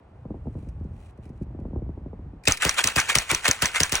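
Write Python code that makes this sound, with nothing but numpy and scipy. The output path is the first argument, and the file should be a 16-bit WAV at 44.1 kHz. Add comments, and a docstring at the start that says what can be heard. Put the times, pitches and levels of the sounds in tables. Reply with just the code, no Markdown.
"""In still winter air, wind buffets the microphone; a sleeve rustles and metal ticks as two rifles are raised.
From about 2.5 s the small-calibre self-loaders fire ten quick shots over snow, an arm's length away.
Each muzzle blast cracks, thumps, rings the barrel and reflects from the ground. The bolt knocks
against its rear stop, an earth bank scatters the blast, and the bolt slams shut, rattling loose parts.
Last comes the echo from the tree line, which dies away in the deeper forest."""
import sys
import numpy as np
from scipy import signal
from scipy.fft import rfft, irfft, next_fast_len
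from scipy.io import wavfile
from scipy.ndimage import uniform_filter1d, map_coordinates

SR = 44100
rng = np.random.default_rng(int(sys.argv[2]) if len(sys.argv) > 2 else 0)


def dump_mix(stems):
    """Bounce the given channels to the path in sys.argv[1] as a 16-bit WAV at rate SR."""
    frames = np.atleast_2d(stems).T  # one column per channel
    limited = np.clip(frames, -1, 1)  # hard clip at full scale
    pcm = np.round(limited * 32767).astype(np.int16)
    wavfile.write(sys.argv[1], SR, pcm)


N = 176400
TIME_S = np.arange(N) / SR
# A source has two rows: what the microphone ports share, and what they do not.
SHARED_ONLY = np.array([[1], [0]])


def amp(db):
    """Amplitude ratio of a level in decibels."""
    return 10 ** (np.asarray(db) / 20)

def along(points, hz):
    """Interpolation of (frequency, value) points on a logarithmic frequency axis."""
    frequencies, values = np.transpose(points)
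    return np.interp(np.log(hz + 1), np.log(frequencies + 1), values)

def curve(points):
    """Linear interpolation of (time, value) points."""
    return np.interp(TIME_S, *np.transpose(points))

def wobble(rate_hz):
    """Smooth random modulation: a spline through rate_hz knots a second."""
    return map_coordinates(rng.standard_normal(int(N * rate_hz / SR) + 4), [TIME_S * rate_hz])

def filtered(x, response):
    """Linear filtering: the spectrum times a complex frequency response."""
    size = next_fast_len(N + SR // 2)
    return irfft(rfft(x, size) * response(np.fft.rfftfreq(size, 1 / SR)), size)[..., :N]

def lowpass(hz, corner_hz, order):
    """Gain of a zero-phase low-pass filter."""
    return 1 / (1 + (hz / corner_hz) ** order)

def noise(spectrum):
    """Two uncorrelated noises of rms 1 with the given spectral shape."""
    x = filtered(rng.standard_normal((2, N)), lambda hz: amp(along(spectrum, hz)))
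    return x / x.std()

def swell(centre_s, rise_s, t60_s, hold_s=0):
    """Exponential growth and decay, 60 dB in rise_s and in t60_s, around a centred plateau."""
    t = TIME_S - centre_s
    before = np.maximum(-t - hold_s / 2, 0) / rise_s
    after = np.maximum(t - hold_s / 2, 0) / t60_s
    return amp(-60 * np.minimum(before + after, 10))

def pulses(events, spectrum):
    """Impulse response: one pressure pulse of the given spectrum for each (time_s, peak_db)."""
    impulses = np.zeros(N)
    for s, db in events:
        impulses[round(s * SR)] += amp(db)
    peak = amp(along(spectrum, np.linspace(0, SR / 2, N))).mean()
    return filtered(impulses, lambda hz: amp(along(spectrum, hz)) / peak) * SHARED_ONLY

def interference(x, depth_db=3):
    """Interference of overlapping returns, as brief random spectral peaks and gaps; rms 1."""
    frames = signal.stft(x, nperseg=512)[2]
    field = uniform_filter1d(rng.standard_normal(frames.shape[1:]), size=4, axis=0)
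    field = uniform_filter1d(field, size=3, axis=1)
    y = signal.istft(frames * amp(depth_db * field / field.std()), nperseg=512)[1][:, :N]
    return y / y.std()


# Spectrum of still air: frequency_hz, gain_db
AIR_SPECTRUM = [(25, -15.5), (80, -5.5), (300, -3), (800, -4.5), (1500, -16.5), (3000, -27), (6000, -43),
                (10000, -45.5), (12500, -55), (16000, -56)]
def air(level_db=-57):
    """Ambient noise: the steady floor of winter air."""
    return amp(level_db) * noise(AIR_SPECTRUM)

# Strength of the wind before the firing: time_s, level_db
WIND_LEVELS = [(0.0, -44), (0.02, -52), (0.3, -37.5), (0.95, -34.5), (1.08, -46), (1.64, -32),
               (2.35, -39.5), (2.45, -55)]
# Spectrum of its rumble: frequency_hz, gain_db
RUMBLE_SPECTRUM = [(20, -33), (35, -9), (60, 4), (90, 0), (160, -9.5), (320, -24), (700, -45.5),
                   (2000, -74.5)]
def wind(gain_db=-2, firing_s=2.46, lull_db=-53.5):
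    """Turbulent pressure on the microphone: a rumble that comes and goes, then settles to a lull."""
    level_db = np.where(TIME_S < firing_s, curve(WIND_LEVELS) + gain_db, lull_db)
    return amp(level_db) * noise(RUMBLE_SPECTRUM)

# Eddies striking the microphone: time_s, level_db, upper_band_gain_db
EDDIES = [(.251, -24.5, 3), (.303, -20.5, 3.5), (0.341, -26.5, 7.5), (.364, -36, -3), (.454, -26, 0),
          (0.468, -19.5, 2), (0.5, -38, 0), (.551, -23.5, 2.5), (.574, -28, -4), (0.626, -30, -0.5),
          (0.668, -27.5, -6), (.807, -27.5, -6), (.847, -26, -10), (0.905, -36, -7), (1.184, -30, -1.5),
          (1.257, -34, 0), (1.298, -26.5, -6), (1.328, -29.5, -11), (1.41, -18, -13.5), (1.463, -35, -2),
          (1.503, -31, -2), (1.545, -27, -0.5), (1.587, -25.5, 1.5), (1.611, -27, -0.5), (1.651, -22, 6),
          (1.679, -31, -3), (1.706, -32, 4), (1.73, -23.5, 2), (1.758, -19, 5.5), (1.785, -29.5, 2),
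          (1.818, -19.5, -8), (1.861, -30, -5), (1.889, -24.5, 1.5), (1.973, -30, 8), (2.011, -37, -1),
          (2.058, -27, 5.5), (2.129, -30, 9), (2.189, -32, 1), (2.257, -30, -12), (2.331, -29.5, -1),
          (2.36, -37, -5)]
# Spectrum of an eddy: frequency_hz, gain_db
EDDY_SPECTRUM = [(20, -32), (45, -6), (75, -1), (150, -4.5), (300, -7.5), (600, -21.5), (1000, -33),
                 (2000, -75), (5000, -88)]
def eddies(pulse_db=2, churn_db=-12, crossover_hz=420):
    """Vortex impact: each eddy gives a pressure pulse and a brief churn, some dull, some sharp."""
    churn = noise(EDDY_SPECTRUM)

    def strikes(events):
        push = pulses([(s + .001, db + pulse_db) for s, db in events], EDDY_SPECTRUM)
        envelope = sum(amp(db + churn_db) * swell(s + .0038, .033, .089) for s, db in events)
        return push + envelope * churn

    lower = strikes([(s, db) for s, db, _ in EDDIES])
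    upper = strikes([(s, db + upper_db) for s, db, upper_db in EDDIES])
    return (filtered(lower, lambda hz: lowpass(hz, crossover_hz, order=4))
            + filtered(upper, lambda hz: 1 - lowpass(hz, crossover_hz, order=4)))

# Modes of the steel receiver: centre_hz, bandwidth_hz, gain_db
RECEIVER_MODES = [(2000, 110, -1.5), (2425, 130, 4.5), (3950, 160, -4.5), (5910, 210, -9.5),
                  (8260, 300, -6), (10400, 480, -7.5)]
def receiver():
    """Forced resonance: noise drives the receiver's modes; rms 1."""
    def response(hz):
        return sum(amp(db) * 1j * hz * width / (centre ** 2 - hz ** 2 + 1j * hz * width)
                   for centre, width, db in RECEIVER_MODES)

    x = filtered(rng.standard_normal((2, N)), response)
    return x / x.std()

# Rustle of the sleeve: time_s, level_db
SLEEVE_LEVELS = [(0, -87), (.42, -82), (.48, -76.5), (.64, -71), (.72, -81), (.88, -80.5), (1.01, -67.5),
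                 (1.1, -67), (1.14, -86), (1.21, -87), (1.24, -63), (1.32, -86), (1.36, -76), (1.46, -90)]
# Spectrum of rubbing cloth: frequency_hz, gain_db
CLOTH_SPECTRUM = [(200, -5), (1200, -5), (2500, 3.5), (5000, -8), (8500, -5.5), (11000, -7), (12500, -20),
                  (15500, -10)]
def sleeve(rough_db=3, scrape_db=-4):
    """Friction noise: a sleeve rustles and scrapes along a rifle, exciting its receiver."""
    envelope = amp(curve(SLEEVE_LEVELS) + rough_db * wobble(250))
    return envelope * (noise(CLOTH_SPECTRUM) + amp(scrape_db) * receiver())

# Trigger and handling clicks: time_s, level_db
CLICKS = [(.688, -55), (.843, -67), (1.175, -67), (1.254, -61), (1.278, -69), (1.292, -62), (1.421, -62),
          (1.43, -63), (1.6, -68.5), (2.437, -45), (2.454, -30), (2.572, -28), (2.742, -28), (3.056, -35),
          (3.3, -27), (3.407, -40), (3.715, -37), (3.894, -29)]
# Spectrum of steel striking steel: frequency_hz, gain_db
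IMPACT_SPECTRUM = [(100, -32), (900, -7), (2500, 3.5), (3400, -8), (4600, 1), (7000, -0.5), (10000, -2.5),
                   (12500, -4.5), (15500, -19)]
def clicks():
    """Impact excitation: light contacts give a tick of noise and a trace of receiver resonance."""
    envelope = sum(amp(db) * swell(s + .00062, rise_s=.0065, t60_s=.034) for s, db in CLICKS)
    return envelope * (.66 * noise(IMPACT_SPECTRUM) + .72 * receiver())

# Shots: time_s, crack_db, thump_db, bounce_re_crack_db, bank_db, treble_re_crack_db, barrel_db
SHOTS = [(2.4759, -9.5, -11, -2, -26, -14, -10.5), (2.6511, -16.5, -14.5, -15, -25.5, 4, -27),
         (2.8424, -12, -21, -12.5, -26.5, -1, -25), (2.9628, -16, -14.5, -4, -30, 1, -20),
         (3.155, -9, -16.5, -9, -27, -2, -20), (3.315, -16.5, -18.5, -21, -29, 4, -29),
         (3.482, -12.5, -15, -4, -29.5, 2.5, -32), (3.6235, -14, -16, -13, -27.5, 2, -39),
         (3.8045, -12, -14.5, -8, -28.5, 0, -27), (3.923, -17.5, -18.5, -1.5, -27, 2.5, -31)]
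# Spectrum of the crack: frequency_hz, gain_db
CRACK_SPECTRUM = [(100, -34), (400, -6), (900, -4.5), (1600, -3.5), (2600, 1.5), (3500, -2), (5000, -2),
                  (7500, -3.5), (10500, -4.5), (13000, -8), (15500, -7)]
# Spectrum of the push of gas: frequency_hz, gain_db
THUMP_SPECTRUM = [(25, -30), (50, 5.5), (90, 4.5), (150, -2), (300, -8), (600, -9), (1200, -24.5),
                  (4000, -54)]
def muzzle_blast(treble_hz=8000, thump_gain_db=4, thump_lead_s=.0008,
                 ground_delay_s=.00718, thump_reflection=.37):
    """Blast wave and ground reflection: a crack and a push of gas, each repeated after a delay."""
    blast = noise(CRACK_SPECTRUM)
    body = filtered(blast, lambda hz: lowpass(hz, treble_hz, order=10))
    rise_s, t60_s = .013, .0059
    crack = np.zeros((2, N))
    for s, db, _, bounce_db, _, treble_db, _ in SHOTS:
        direct = swell(s, rise_s, t60_s, hold_s=.0018) * (body + amp(treble_db) * (blast - body))
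        bounce = swell(s + ground_delay_s, rise_s, t60_s, hold_s=.0014) * blast
        crack += amp(db) * (direct + amp(bounce_db) * bounce)
    thump = pulses([(s - thump_lead_s, db + thump_gain_db) for s, _, db, *_ in SHOTS], THUMP_SPECTRUM)
    thump = filtered(thump, lambda hz: 1 + thump_reflection * np.exp(-2j * np.pi * hz * ground_delay_s))
    return crack + thump

# Modes of the barrel: pitch_hz, gain_db, t60_s
BARREL_MODES = [(2550, 0, 0.019), (3560, -7, .018), (4880, -3.5, 0.018), (5810, -15, 0.017),
                (7612, -7, 0.022)]
def barrel(rise_s=.015):
    """Damped free vibration: each shot sets the barrel's modes ringing for a moment."""
    ring = np.zeros(N)
    for s, *_, db in SHOTS:
        near = abs(TIME_S - s) < .05
        t = TIME_S[near] - s
        for hz, gain_db, t60_s in BARREL_MODES:
            envelope = amp(db + gain_db - 60 * np.maximum(-t / rise_s, t / t60_s))
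            ring[near] += envelope * np.sin(2 * np.pi * hz * t + rng.uniform(0, 2 * np.pi))
    return ring * SHARED_ONLY

# The bolt reaches its rear stop: time_s, level_db
RECOILS = [(2.491, -21), (2.664, -24), (2.854, -30.5), (2.977, -27.5), (3.167, -29.5), (3.33, -27),
           (3.495, -26), (3.637, -26.5), (3.819, -27), (3.937, -26.5)]
# Spectrum of that knock: frequency_hz, gain_db
KNOCK_SPECTRUM = [(25, -22), (60, -1), (110, -0.5), (220, -7), (450, -8.5), (800, -14), (2000, -41)]
def recoil():
    """Damped impact: the recoiling bolt knocks dully at the back of its travel."""
    envelope = sum(amp(db) * swell(s, rise_s=.022, t60_s=.039, hold_s=.0041) for s, db in RECOILS)
    return envelope * noise(KNOCK_SPECTRUM)

# Spectrum of the scattered blast: frequency_hz, gain_db
BANK_SPECTRUM = [(50, -34), (200, -12.5), (450, -5.5), (900, -1), (1600, 1.5), (2500, 2), (3600, -1),
                 (4300, -2.5), (5100, -7), (6200, -6.5), (7500, -6), (10500, -10), (13000, -18.5),
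                 (15500, -10)]
def earth_bank(delay_s=.024, rough_db=2):
    """Diffuse scattering: returns from rough ground and the earth bank add in power."""
    power = sum((amp(db) * swell(s + delay_s, rise_s=.025, t60_s=.19, hold_s=.033)) ** 2
                for s, _, _, _, db, _, _ in SHOTS)
    return np.sqrt(power) * amp(rough_db * wobble(400)) * interference(noise(BANK_SPECTRUM))

# The bolt closes: time_s, level_db, pitch_hz
CLOSURES = [(2.5216, -9.5, 6160), (2.693, -8.5, 5830), (2.873, -8.5, 6070), (3.0007, -12, 5910),
            (3.185, -8.5, 6030), (3.3473, -10, 5970), (3.512, -7, 6000), (3.6567, -10, 6040),
            (3.8329, -7, 6000), (3.9537, -11, 6000)]
def bolt_slam(ring_db=.5, spread_hz=500, snap_db=-4):
    """Impact of steel on steel: the bolt shuts with a broadband snap and three brief modes."""
    ring = np.zeros(N)
    for s, db, hz in CLOSURES:
        near = abs(TIME_S - s) < .05
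        t = TIME_S[near] - s
        modes = sum(gain * np.sin(2 * np.pi * (hz + offset_hz) * t + rng.uniform(0, 2 * np.pi))
                    for offset_hz, gain in ((-spread_hz, .3), (0, 1.2), (spread_hz, .3)))
        envelope = swell(s + .00039, rise_s=.0011, t60_s=.007, hold_s=.00037)
        ring[near] += amp(db + ring_db) * envelope[near] * modes
    snaps = sum(amp(db + snap_db) * swell(s + .00044, rise_s=.002, t60_s=.015) for s, db, _ in CLOSURES)
    return ring * SHARED_ONLY + snaps * noise(IMPACT_SPECTRUM)

def rattle(gain_db=-25, rough_db=5):
    """Contact chatter: loose parts excite the receiver as the bolt closes."""
    shake = sum(amp(db + gain_db) * swell(s + .0035, rise_s=.032, t60_s=.13) for s, db, _ in CLOSURES)
    return shake * amp(rough_db * wobble(350)) * receiver()

# Echoes from the tree line: peak_s, level_db
ECHOES = [(2.627, -18.5), (2.787, -16), (2.986, -17), (3.1, -17), (3.307, -20.5), (3.457, -18.5),
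          (3.63, -22.5), (3.76, -19), (3.947, -23.5)]
# Spectrum of the echoes: frequency_hz, gain_db
TREE_SPECTRUM = [(60, -36), (300, -15), (700, -5.5), (1400, 2), (2500, 2), (3500, -4.5), (4300, -9),
                 (5100, -12.5), (6200, -8), (7300, -7.5), (10000, -11), (12500, -20), (15500, -19)]
def tree_line(rise_s=.072, forest_db=-15.5, rough_db=2):
    """Echo and reverberation: many trunks answer in one swell; the deeper forest rings on."""
    power = np.zeros(N)
    for s, db in ECHOES:
        power += (amp(db) * swell(s, rise_s, t60_s=.13)) ** 2
        power += (amp(db + forest_db) * swell(s, rise_s, t60_s=1)) ** 2
    return np.sqrt(power) * amp(rough_db * wobble(350)) * interference(noise(TREE_SPECTRUM))


def ports(sound, coherence):
    """Partial coherence: sum and difference of the two rows give left and right."""
    def weights(hz):
        angle = np.arccos(np.clip(along(coherence, hz), 0, 1)) / 2
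        return np.array([np.cos(angle), np.sin(angle)])

    shared, apart = filtered(sound, weights)
    return np.array([shared + apart, shared - apart])

# Likeness of the two ports for near sounds: frequency_hz, coherence
NEAR_COHERENCE = [(300, 1), (450, 0.83), (750, 0.42), (1600, 0.79), (2600, 0.64), (3300, 0.4), (4800, 0.18),
                  (5800, 0.79), (8000, 0.77), (13000, 1), (15500, 0.64)]
# Likeness of the two ports for echoes: frequency_hz, coherence
ECHO_COHERENCE = [(100, 0.51), (250, 0.51), (700, 0.94), (1300, .96), (1900, 1), (2600, 0.91), (3300, 0.28),
                  (4800, 0.2), (5800, 1), (8000, 0.61), (13000, 1), (15500, .6)]
# Level difference between the ports: frequency_hz, left_minus_right_db
LEVEL_DIFFERENCE = [(300, 0), (500, 1.5), (800, -2.5), (1400, -1), (2100, -1), (3100, 3.5), (4000, 1),
                    (4900, 0), (6000, 0.5), (15000, -0.5)]
# Phase difference between the ports: frequency_hz, left_lead_rad
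PHASE_DIFFERENCE = [(300, 0), (700, .35), (1400, .35), (1800, .5), (2600, 1.2), (3400, 2.6), (4000, 4.4),
                    (5400, 6.4), (8000, 5.1), (10000, 4.4), (12000, 3.25), (14000, 3), (15500, 2.1)]
def scene():
    """Superposition: all sources reach the two ports, which differ in level and phase."""
    def port_response(hz):
        sides = np.array([[.5], [-.5]])
        gain = amp(sides * along(LEVEL_DIFFERENCE, hz))
        return gain * np.exp(1j * sides * along(PHASE_DIFFERENCE, hz))

    near = air() + wind() + eddies() + sleeve() + clicks()
    near += muzzle_blast() + barrel() + recoil() + bolt_slam() + rattle()
    echoes = earth_bank() + tree_line()
    return filtered(ports(near, NEAR_COHERENCE) + ports(echoes, ECHO_COHERENCE), port_response)

def record(dry, lag_cycles=1.7, corner_hz=15.5, ceiling=.9, top_hz=15950):
    """Group delay, saturation, band limiting: the bass lags, peaks round off, the top is cut."""
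    lagged = filtered(dry, lambda hz: np.exp(-2j * np.pi * lag_cycles * np.log(hz + corner_hz)))
    rounded = lagged / (1 + (lagged / ceiling) ** 6) ** (1 / 6)
    return filtered(rounded, lambda hz: lowpass(hz, top_hz, order=160))


dry = scene()
out = record(dry)
dump_mix(out)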